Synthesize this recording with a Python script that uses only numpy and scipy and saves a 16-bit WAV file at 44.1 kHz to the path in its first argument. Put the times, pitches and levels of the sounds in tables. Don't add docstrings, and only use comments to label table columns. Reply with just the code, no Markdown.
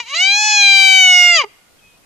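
import sys
import numpy as np
from scipy import signal
from scipy.fft import rfft, irfft, next_fast_len
from scipy.io import wavfile
from scipy.ndimage import uniform_filter1d, map_coordinates

SR = 44100
rng = np.random.default_rng(int(sys.argv[2]) if len(sys.argv) > 2 else 0)


def elevation(decibels):
    levels = np.asarray(decibels, float)
    return 10 ** (levels / 20)


def transcribe(u):
    v = np.clip(np.atleast_2d(u).T, -1, 1)
    q = np.round(v * 32767).astype(np.int16)
    wavfile.write(sys.argv[1], SR, q)


N = 90404
TOP_HZ = 15550


def unit(x):
    return x / np.sqrt(np.mean(x ** 2) + 1e-20)


def along(points, hz):
    f, v = np.transpose(points)
    return np.interp(np.log(hz + 1), np.log(f + 1), v)


def wobble(rate):
    return map_coordinates(rng.standard_normal(4000), [np.arange(N) * rate / SR])


def filtered(x, response):
    m = next_fast_len(N + SR // 2)
    hz = np.fft.rfftfreq(m, 1 / SR)
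    return irfft(rfft(x, m) * response(hz), m)[..., :N]


def air():
    # (frequency [Hz], level [dB per Hz])
    air_colour = [(25, 1.5), (60, 1), (300, -2), (1200, -6.5), (3000, -9), (10000, -13.5), (14300, -18.5),
                  (15400, -45.5)]
    # (frequency [Hz], likeness [0 to 1])
    likeness = [(60, 0.29), (200, .12), (1600, .1), (5000, 0.0067)]
    air_db, patchy_db = -53, 1.2

    z = signal.stft(rng.standard_normal((2, N)), nperseg=512)[2]
    patches = uniform_filter1d(rng.standard_normal(z.shape[1:]), 6, 0)
    patches = uniform_filter1d(patches, 14, 1)
    pair = signal.istft(z * elevation(patchy_db * unit(patches)), nperseg=512)[1][:, :N]

    def colour(hz):
        angle = np.arccos(np.clip(along(likeness, hz), -1, 1)) / 2
        return elevation(along(air_colour, hz)) * np.array([np.cos(angle), np.sin(angle)])

    shared, opposed = filtered(pair, colour)
    return elevation(air_db) * unit(np.array([shared + opposed, shared - opposed]))


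def tail(x, decay, delay_s):
    hz, t, z = signal.stft(rng.standard_normal((2, SR // 2)), SR, nperseg=256)
    fade_db = -60 * t / along(decay, hz)[:, None]
    h = signal.istft(z * elevation(fade_db), SR, nperseg=256)[1]
    h = np.pad(h / np.linalg.norm(h[0]), ((0, 0), (round(delay_s * SR), 0)))
    return signal.fftconvolve(x, h, axes=1)[:, :N]


def bird():
    # (start [s], length [s], first pitch [Hz], last pitch [Hz], level [dB])
    bird_notes = [
        (1.787, .014, 3290, 3080, -53.5),
        (1.796, 0.0089, 2700, 2490, -58),
        (1.807, 0.17, 2540, 2494, -53),
        (1.835, 0.11, 3300, 3187, -64.5),
        (1.845, 0.135, 2950, 2880, -67),
        (1.898, 0.092, 1400, 1320, -75),
        (1.56, 0.21, 1456, 1430, -65.5),
    ]
    peak_at = 0.32
    t, song = np.arange(N) / SR, np.zeros((2, N))
    for start, length, from_hz, to_hz, db in bird_notes:
        u = np.clip((t - start) / length, 0, 1)
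        swell = np.abs(np.sin(np.pi / 2 * np.interp(u, [0, peak_at, 1], [0, 1, 2])) ** .6)
        tone = np.sin(2 * np.pi * np.cumsum(from_hz + (to_hz - from_hz) * u) / SR)
        flutter_db = 1.46 * np.array([wobble(29.3), wobble(29.68)])
        song += elevation(db + 1.5 + flutter_db) * swell * tone
    return song


def lobes(table, f):
    s, b = 1j * f / 3850, 1j * f / 200
    low_cut = b * b / (b * b + 1.414 * b + 1)
    band = low_cut / ((s * s + .765 * s + 1) * (s * s + 1.848 * s + 1))
    pairs = [(z * z - f * f + 1j * f * v) / (c * c - f * f + 1j * f * w) for c, w, z, v in table]
    return band * np.prod(pairs, axis=0)


def hyena():
    # (time [s], pitch [Hz], effort [dB], hoarseness against the tone [dB],
    # brightness [dB per octave])
    cry_onset = [
        (0, 481, -23.5, -19.5, 0.5),
        (.02, 481.4, -41.5, -14, 1),
        (0.045, 436, -48.5, -20, 2),
        (0.076, 486.7, -43.5, -4.5, 1.5),
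        (.105, 549.4, -36, -9.5, 3),
        (0.137, 577, -28.5, -17.5, -1.5),
        (0.148, 639, -23, -12.5, 1.5),
        (0.182, 693, -22.5, -18, 2),
        (0.222, 748.6, -18, -24, 1.5),
    ]
    cry_held = [
        (0.301, 797, -17, -33.5, .8),
        (0.392, 837, -14, -38, 1),
        (0.463, 851.4, -13, -26.5, 1),
        (.55, 835.2, -11.5, -27.5, 1),
        (0.648, 801.2, -14, -29, 0.59),
        (0.751, 786.8, -14, -25.5, 0.88),
        (0.972, 761.4, -13.4, -28, 1),
        (1.15, 721.9, -14, -25.5, 0.8),
        (1.3, 706.6, -13.5, -35, 0.68),
    ]
    cry_collapse = [
        (1.35, 684.2, -13.5, -27, 0),
        (1.373, 648.4, -12.5, -23, 1),
        (1.401, 581, -19, -24, -3),
        (1.419, 524.5, -22, -11.5, -4),
        (1.435, 460, -35.5, -8, -8),
        (1.443, 420.4, -24, -11, -11),
        (1.454, 394, -53, -8, -18.5),
        (1.474, 432, -67, -24, -22.5),
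    ]
    # (peak [Hz], width [Hz], notch [Hz], notch width [Hz])
    left_path = [(659, 148, 690, 1190), (904.7, 77, 858, 286), (1112, 96, 810, 515), (1818, 200, 1184, 670),
                 (2380, 166, 1853, 60), (2950.0, 218, 2651, 92), (3909, 470, 3450, 170.0),
                 (4719, 240, 4300, 53), (5067, 1580, 4990, 40), (5987, 103, 5823, 163),
                 (6505, 343, 6327, 190), (6850, 650, 7113, 170), (7664, 240, 7818, 240),
                 (8097, 330, 8367, 47)]
    right_path = [(690, 250, 1000, 980), (923, 70.0, 807, 140.0), (1185, 61, 890, 1010),
                  (1737, 110, 1450, 240), (2149, 180, 1660, 87), (2884, 218, 2550, 500),
                  (4014, 140, 3582, 320.0), (5080, 61, 4650, 300), (5700, 140, 5268, 160.0),
                  (6510, 1150.0, 5520, 80.0), (6550, 820, 6310, 170.0), (7380, 2850, 7720, 200),
                  (8360, 400, 8450, 310.0), (9600, 1900, 10510, 710)]
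    # (frequency [Hz], width [Hz], change when shut [dB])
    jaw_changes = [(4114, 320, -18.5), (4783, 200, 11), (2130, 200, 2), (3300, 250, 5.5), (1820, 160, -2)]
    jaw_from_s, jaw_shut_s, silent_s, glide_s = 0.87, 1.5, 1.485, 0.0072
    half_db, half_rate, shift_rad = -15.5, 130, 0.22
    breath_db, breath_hz = 10.5, 2980
    rasp_hz, rasp_width_hz, rasp_db = 5500, 3600, 10.5
    tilt_hz, soft_hz = 1500, 10740

    t = np.arange(N) / SR
    s, *columns = np.transpose(cry_onset + cry_held + cry_collapse)
    curves = [uniform_filter1d(np.interp(t, s, c), round(glide_s * SR)) for c in columns]
    pitch, effort_db, hoarse_db, bright_db = curves
    phase = 2 * np.pi * np.cumsum(pitch * (1 + .0013 * wobble(120))) / SR

    def uneven():
        halves = wobble(half_rate) * np.cos(phase / 2) + wobble(half_rate) * np.sin(phase / 2)
        return elevation(hoarse_db) * halves

    k = np.arange(1, 23)[:, None]
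    overtone_hz = k * pitch
    shut = np.clip((t - jaw_from_s) / (jaw_shut_s - jaw_from_s), 0, 1)
    jaw_db = shut * sum(db * np.exp(-((overtone_hz - hz) / w) ** 2) for hz, w, db in jaw_changes)
    drift_db = 0.3976 * np.clip(k - 3, 1, 12) * np.array([wobble(9.23) for _ in k])
    gain = elevation(bright_db * np.log2(overtone_hz / tilt_hz) + jaw_db + drift_db)
    gain = gain * (overtone_hz < TOP_HZ) / (1 + (overtone_hz / soft_hz) ** 4)
    lean = 0.065 * k * k
    pulses = -np.sum(gain * np.cos(k * (phase + shift_rad * uneven()) + lean), axis=0)

    def breath_colour(f):
        rasp = elevation(rasp_db * np.exp(-((f - rasp_hz) / rasp_width_hz) ** 2))
        return f * f / (f * f + breath_hz ** 2) * rasp

    hiss = filtered(rng.standard_normal(N), breath_colour)
    puffs = elevation(breath_db + hoarse_db + bright_db) * (1 + np.cos(phase)) * hiss
    voice = pulses * (1 + elevation(half_db) * uneven()) + puffs
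    voice = voice * elevation(effort_db - 0.5) * np.clip((silent_s - t) / 0.014, 0, 1)
    return filtered(voice, lambda f: np.array([lobes(left_path, f), lobes(right_path, f)]))


def scene():
    # (frequency [Hz], time to fade by 60 dB [s])
    bush_decay = [(400, .6), (2500, .8), (9000, .35)]
    near_decay = [(400, .08), (2500, .05), (9000, .04)]
    bush_delay_s = .012
    cry, song = hyena(), bird()
    near_echo = elevation(-30) * tail(cry, near_decay, 0.0036)
    bush_echo = elevation(-36) * tail(cry, bush_decay, bush_delay_s)
    song_echo = elevation(-9) * tail(song, bush_decay, bush_delay_s)
    return cry + near_echo + bush_echo + song + song_echo + air()


def roll_off(x):
    return signal.sosfilt(signal.butter(12, 15530, fs=SR, output="sos"), x)


def record(dry):
    hardness = 14
    clipped = dry / (1 + np.abs(dry) ** hardness) ** (1 / hardness)
    mix = filtered(clipped, lambda hz: (hz < TOP_HZ) * elevation(-16 * (hz > 14600)))
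    return roll_off(mix)


dry = scene()
out = record(dry)
transcribe(out)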